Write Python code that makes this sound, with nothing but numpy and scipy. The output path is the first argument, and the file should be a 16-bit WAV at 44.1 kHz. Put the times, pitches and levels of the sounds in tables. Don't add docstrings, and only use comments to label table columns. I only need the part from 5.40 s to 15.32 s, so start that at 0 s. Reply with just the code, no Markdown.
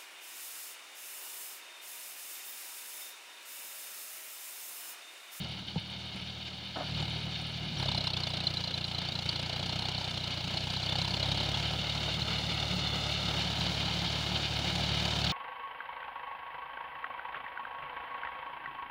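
import sys
import numpy as np
from scipy import signal
from scipy.fft import rfft, irfft, next_fast_len
from scipy.io import wavfile
from scipy.ndimage import uniform_filter1d, map_coordinates

SR = 44100
rng = np.random.default_rng(int(sys.argv[2]) if len(sys.argv) > 2 else 0)


def gain_from_decibels(decibels):
    exponent = np.asarray(decibels, float) / 20
    return 10 ** exponent


def materialize(psi):
    bounded = np.clip(np.atleast_2d(psi).T, -1, 1)
    quanta = np.round(bounded * 32767).astype(np.int16)
    wavfile.write(sys.argv[1], SR, quanta)


N = 437472

# (time [s], firing rate [1/s])
FIRING_RATE = [(0.0, 38.5), (1.3, 38.93), (1.45, 37.39), (2.2, 38.34), (2.4, 34.43), (2.8, 29.92),
               (3.65, 28.96), (4.05, 29.6), (4.5, 31.79), (4.9, 29.84), (5.0, 29.77), (5.8, 33.41),
               (6.3, 37.34), (6.75, 36.51), (7.0, 37.44), (7.35, 36.4), (8.0, 36.73), (9.92, 36.77)]
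# (time [s], throttle as exhaust level [dB], knock [0-1])
EFFORT = [(0, -38.5, 0.24), (.25, -46.5, 0.04), (.7, -44.5, 0.18), (1.32, -47.5, .2), (1.44, -40.5, 0.17),
          (1.62, -34, 0.42), (1.8, -37.5, 0.15), (2.33, -40, 0), (2.42, -34, 0.78), (2.7, -39, 0.93),
          (3.4, -42.5, 0.67), (4.3, -39.5, 0.75), (4.95, -42.5, 0.62), (5.9, -37, 0.74), (6.4, -38, 0.33),
          (7.7, -38.5, 0.33), (8.9, -39.5, 0.22), (9.92, -36.5, 0.48)]
KNOCK_AT, PUFF_AT, TICK_AT = .62, .44, .28
# (level at usual throttle and 10 m [dB], [dB per throttle dB], [dB per nearness dB], at full knock [dB])
CASING_PART = (-44, 0.41, 1.0443, 3)
BLOCK_PART = (-38, 0.37, 0.66, 1)


def unit(x):
    return x / np.sqrt(np.mean(x ** 2) + 1e-20)


def steady(x, seconds=.4):
    return x / np.sqrt(np.abs(uniform_filter1d(x ** 2, int(seconds * SR))) + 1e-12)


def curves(rows):
    s, *cols = np.transpose(rows)
    return [np.interp(np.arange(N) / SR, s, c) for c in cols]


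def wobble(rate):
    coarse = np.arange(0, N + 64, 64)
    knots = rng.standard_normal(int(N * rate / SR) + 4)
    return np.interp(np.arange(N), coarse, map_coordinates(knots, [coarse * rate / SR]))


def colour(x, points, peaks=(), size=16384):
    hz = np.fft.rfftfreq(size, 1 / SR)
    f, v = np.transpose(points)
    level_db = np.interp(np.log(hz + 1), np.log(f + 1), np.maximum(v, -100))
    level_db = level_db + sum(db / (1 + (2 * (hz - c) / w) ** 2) for c, w, db in peaks)
    cepstrum = irfft(np.log(gain_from_decibels(level_db)))
    cepstrum[1:size // 2] *= 2
    cepstrum[size // 2 + 1:] = 0
    return signal.fftconvolve(x, irfft(np.exp(rfft(cepstrum))))[:N]


def levels(part):
    # (time [s], distance [m])
    approach = [(0, 23), (2.3, 20.5), (5, 14.4), (6.1, 12), (8, 8.76), (9.92, 8.65)]
    usual_throttle_db, usual_m = -40, 10
    throttle_db, knock = curves(EFFORT)
    near_db = 20 * np.log10(usual_m / curves(approach)[0])
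    level_db, per_throttle, per_near, knock_db = part
    return level_db + per_throttle * (throttle_db - usual_throttle_db) + per_near * near_db + knock_db * knock


def firings(at, column, scatter_db, jitter_ms=0):
    # (knock [dB], exhaust [dB], lateness [ms])
    cylinders = [(-1.5, 3, 0.029), (0, 4, 0.33), (-2, 2.5, -.2)]
    turns = np.cumsum(curves(FIRING_RATE)[0]) / SR - at
    when = np.flatnonzero(np.diff(np.floor(turns)) > 0)
    cylinder = np.array(cylinders)[np.floor(turns[when + 1]).astype(int) % len(cylinders)]
    size, jitter = rng.standard_normal((N // 1000, 2))[:len(when)].T
    late = ((cylinder[:, 2] + jitter_ms * jitter) * SR / 1000).astype(int)
    train = np.zeros(N)
    train[np.clip(when + late, 0, N - 1)] = gain_from_decibels(cylinder[:, column] + scatter_db * size)
    return train


def bursts(train, rise, fall, echo, lag):
    t = np.arange(SR // 20) / SR

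    def blow(u):
        return np.maximum(u, 0) / rise * np.exp(-np.maximum(u, 0) / rise)

    tail = 0.31 * np.exp(-t / fall) * (t > rise)
    return unit(signal.fftconvolve(train, blow(t) + echo * blow(t - lag) + tail)[:N])


def ground(x, strength):
    # (time [s], extra delay [ms])
    mirror_path = [(0, 1.31), (4, 1.3), (6, 1.297), (7.6, 1.39), (8.2, 1.28), (9.92, 1.3)]
    late = np.arange(N) - curves(mirror_path)[0] * SR / 1000
    return x + strength * map_coordinates(uniform_filter1d(x, size=6), [late], order=1)


def rings(rows, rise, rough, size=1400):
    s, db, hz, t60 = np.transpose(rows)[:, :, None]
    t = np.arange(size) / SR
    grain = rng.standard_normal((len(s), size))
    ragged = 1 + rough * unit(uniform_filter1d(uniform_filter1d(grain, size=30), size=24))
    envelope = gain_from_decibels(db - 60 * t / t60) * (1 - np.exp(-t / rise)) ** 2 * ragged
    waves = envelope * np.sin(2 * np.pi * hz * t)
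    at = np.maximum(np.round(s * SR), 0).astype(int) + np.arange(size)
    return np.bincount(at.ravel(), waves.ravel(), N + size)[:N]


def exhaust():
    # (frequency [Hz], gain [dB])
    pipe = [(25, -82), (40, -76), (58, -11), (73, 0), (110, 1.5), (150, 2), (185, -4.5), (220, -14),
            (300, -25.5), (500, -29), (1000, -52), (4000, -100)]
    # (frequency [Hz], density [dB per Hz])
    mud = [(32, -27), (55, -13.5), (86, -16), (162, -1.5), (199, -5.5), (238, -12), (420, -19),
           (550, -44.5), (920, -120)]
    # (frequency [Hz], density [dB per Hz])
    cab = [(150, -63), (169, -8.5), (178, -4.5), (187, -6.5), (212, -62)]
    boom_part, cab_part, fifth_part = (0, -0.4, 1, 9), (-4.5, -0.4, 1.7, -5), (-5, -0.73, -1, -0.5)
    pipe_ms_per_hz, pipe_mid_hz = 0.203, 111.1
    throttle_db = curves(EFFORT)[0]

    puffs = steady(colour(firings(PUFF_AT, column=1, scatter_db=1.3, jitter_ms=0.18), pipe))
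    hz = np.minimum(np.fft.rfftfreq(N, 1 / SR), 240) - pipe_mid_hz
    puffs = irfft(rfft(puffs) * np.exp(-1j * np.pi * pipe_ms_per_hz / 1000 * hz ** 2), N)

    def order(band_hz):
        return signal.sosfiltfilt(signal.butter(2, band_hz, "bandpass", fs=SR, output="sos"), puffs)

    deep = signal.filtfilt(*signal.butter(2, 105, fs=SR), puffs)
    fourth, fifth = order((134, 173)), order((169, 217))
    idle_dip = 0.52 * np.clip((-42 - throttle_db) / 2, 0, 1)
    sung = (gain_from_decibels(levels(fifth_part)) - 1) * fifth
    boomed = (gain_from_decibels(levels(boom_part)) - 1) * deep
    puffs = puffs + sung + boomed - idle_dip * fourth

    churn = unit(colour(rng.standard_normal(N), mud)) * gain_from_decibels(1.0 * wobble(2.0) + 3.4 * wobble(12))
    drone = unit(colour(rng.standard_normal(N), cab)) * gain_from_decibels(levels(cab_part) + 1.4 * wobble(9.1))
    mounts = gain_from_decibels(-71) * np.sin(2 * np.pi * np.cumsum(curves(FIRING_RATE)[0]) / SR)
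    return gain_from_decibels(throttle_db + 0.41 * wobble(5)) * (0.93 * puffs + 0.27 * churn + drone) + mounts


def block():
    # (frequency [Hz], density [dB per Hz])
    casing = [(140, -31.5), (230, 2), (408, 0.5), (817, -3.5), (1120, -2), (1700, -11), (1880, -3),
              (2100, -8), (2730, -39.5), (4620, -120)]
    metal = [(1000, -42), (1700, -7.5), (1890, -13.5), (2120, -6), (2460, -4.5), (2860, 1.5), (4050, -5),
             (4510, -3), (5080, -12), (5800, -16.5), (7540, -44), (12800, -120)]
    hiss = [(2820, -33), (4800, 0), (5090, -3.5), (7020, -10), (8490, -21.5), (9790, -21.5), (11500, -33.5),
            (15000, -53), (22000, -120)]
    air = [(4820, -31), (8200, -5.5), (9960, -2), (11400, -5.5), (12100, -9), (12700, -15), (13700, -16),
           (15100, 3.5), (15800, -2)]
    # (frequency [Hz], width [Hz], height [dB])
    panels = [(350, 62, 7), (770, 67, 1.5), (1277, 160, 4.5), (2150, 72, 2.5), (2910, 40, 4),
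              (3600, 270, 7), (4165, 140, 7), (4310, 47, 6.5)]
    hiss_part, fan_part = (-50.5, 0.22, 1.41, 5.5), (-63, 0.2, 1, 3)
    strain = np.clip(0.89 * curves(EFFORT)[1], 0, 1)
    knocks = firings(KNOCK_AT, column=0, scatter_db=1.84)
    valve_train = firings(TICK_AT, column=1, scatter_db=5)
    ticks = bursts(valve_train, rise=0.00038, fall=0.0076, echo=0.13, lag=0.0028)

    def layer(spectrum, part, bite, tick, rise, fall):
        share = np.clip(strain * bite, 0, .97)
        gate = np.sqrt(share) * bursts(knocks, rise, fall, echo=0.75, lag=0.0056)
        gate = gate + tick * (1 - strain) * ticks
        noise = rng.standard_normal((2, N))
        rattle = gain_from_decibels(1.17 * wobble(25) + 1.7 * wobble(70))
        mixed = gate * noise[0] + np.sqrt(1 - share) * rattle * noise[1]
        return gain_from_decibels(levels(part)) * steady(ground(colour(mixed, spectrum, panels), strength=.55))

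    return (layer(casing, CASING_PART, bite=0.63, tick=0.13, rise=0.0016, fall=0.039)
            + layer(metal, BLOCK_PART, bite=0.57, tick=0.1, rise=0.0016, fall=0.022)
            + layer(hiss, hiss_part, bite=1.11, tick=0.23, rise=0.0025, fall=0.0062)
            + layer(air, fan_part, bite=0.86, tick=0.14, rise=0.0018, fall=0.008))


def pings():
    # (pitch ratio, level [dB], delay [ms])
    head_modes = [(1, 5.5, 0), (.85, 2, 4.5), (.7, -1.5, 5), (1.14, -1.5, 1.5), (1.3, -15.5, 1.5),
                  (2, -19.5, 1.5)]
    # (time [s], peak level [dB], ring frequency [Hz])
    hard_knocks = [(2.484, -22, 3660), (2.5766, -19, 4090), (2.6075, -24, 4180), (2.702, -28, 3600),
                   (2.7355, -27, 4280), (2.7669, -23.5, 3490), (2.8357, -25, 4150), (2.8682, -27, 3570),
                   (3.0694, -18, 4120), (3.171, -18, 4030), (3.2398, -24, 4060), (3.2743, -24, 4080),
                   (3.3411, -22, 4020), (3.443, -19.5, 4060), (3.547, -27.5, 4100), (3.5825, -21.5, 4000),
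                   (3.721, -26, 3850), (3.7547, -24.5, 4000), (3.8906, -19.5, 4420), (4.5786, -26, 4330),
                   (5.1717, -22, 4260), (5.364, -24, 4030), (5.4907, -25, 3500), (5.5231, -25, 3560),
                   (5.6154, -23.5, 4010), (5.7062, -28, 4470), (5.8284, -26, 4070), (5.9167, -23, 3800),
                   (6.142, -25, 3350), (6.8193, -21.5, 4130)]
    head_part, sump_part = (-7.5, 0.02, -0.15, 16), (-9.5, .6, -.5, 17.5)
    head_t60, sump_t60, hard_t60 = .022, .02, .032
    casing_db, block_db, head_db, sump_db = map(levels, (CASING_PART, BLOCK_PART, head_part, sump_part))
    head_hz = 3653 + 537 * curves(EFFORT)[1]
    blows = firings(KNOCK_AT, column=0, scatter_db=0.5)
    at = np.flatnonzero(blows)
    s, db = at / SR, 20 * np.log10(blows[at])

    def luck():
        return rng.standard_normal(N // 1000)[:len(at)]

    struck = []
    for ratio, level_db, ms in head_modes:
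        start = s + (ms + .8 * luck()) / 1000
        ring_db = db + block_db[at] + head_db[at] + 6 + level_db + 1.8 * luck()
        ring_hz = ratio * head_hz[at] * (1 + .045 * luck())
        struck.append(np.c_[start, ring_db, ring_hz, 0 * s + head_t60])

    thud_db = db + casing_db[at] + sump_db[at] + 11 + 1.6 * luck()
    sump = np.c_[s + .002, thud_db, 740 * np.exp(.15 * luck()), 0 * s + sump_t60]

    loose = rng.random((900, 3))
    when = loose[:, 0] * (N - 1)
    chink_db = block_db[when.astype(int)] - 2 + 11 * loose[:, 1] ** 2
    struck.append(np.c_[when / SR, chink_db, 2500 + 2100 * loose[:, 2], 0 * when + head_t60])

    hard = [(s - .0015, db + 2.0, hz, hard_t60) for s, db, hz in hard_knocks]
    return (rings(np.vstack(struck), rise=0.00092, rough=0.24, size=900)
            + rings(hard, rise=0.00096, rough=0.29)
            + rings(sump, rise=0.00064, rough=0.25, size=900))


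def tappets():
    # (frequency [Hz], density [dB per Hz])
    valve_gear = [(6000, -40), (7800, -7), (8500, 1), (9200, -1), (9900, 1), (11200, -5), (12500, -40)]
    train = firings(TICK_AT, column=1, scatter_db=5.5)
    ticks = bursts(train, rise=0.0016, fall=0.015, echo=0.13, lag=0.0028)
    tick_part = (-75, 0.4, -0.5, -0.5)
    return gain_from_decibels(levels(tick_part)) * unit(colour(ticks * rng.standard_normal(N), valve_gear))


def tiller():
    # (time [s], level [dB], decay t60 [s])
    bites = [
        (1.357, -35, .16),
        (1.366, -34, .06),
        (1.385, -42, .2),
        (1.402, -39, .2),
    ]
    # (frequency [Hz], density [dB per Hz])
    scrape = [(160, -25), (280, -0.5), (430, -14), (680, -0.5), (1140, -12), (1340, -10), (1800, -16.5),
              (2340, -46), (3960, -120)]
    t = np.arange(N) / SR
    shape = sum(gain_from_decibels(db - 60 * np.abs(t - s) / t60) * np.clip((t - s) / 0.0038, 0, 1) for s, db, t60 in bites)
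    return shape * unit(colour(rng.standard_normal(N), scrape))


def bumps():
    # (time [s], level [dB], frequency [Hz], decay t60 [s])
    knocks_and_clinks = [
        (.3602, -16.5, 165, .06),
        (.3762, -22, 110, .045),
        (.357, -27, 480, .03),
        (.3565, -29, 800, .03),
        (.368, -33, 900, .04),
        (2.38, -36, 5650, .06),
        (1.375, -44, 5700, .03),
        (1.596, -42, 7300, .03),
        (1.623, -42, 7250, .03),
        (1.702, -48, 7000, .03),
    ]
    return rings(knocks_and_clinks, rise=.002, rough=0.064, size=3000)


def scene():
    return (exhaust() + block() + pings() + tappets() + tiller() + bumps())[None]


def top_cut(x):
    return signal.sosfilt(signal.butter(12, 15930, fs=SR, output="sos"), x)


def record(dry):
    m = next_fast_len(N)
    in_band = np.fft.rfftfreq(m, 1 / SR) < 15750
    heard = irfft(rfft(dry, m) * in_band, m)[:, :N]
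    return top_cut(heard)


dry = scene()
out = record(dry)
materialize(out)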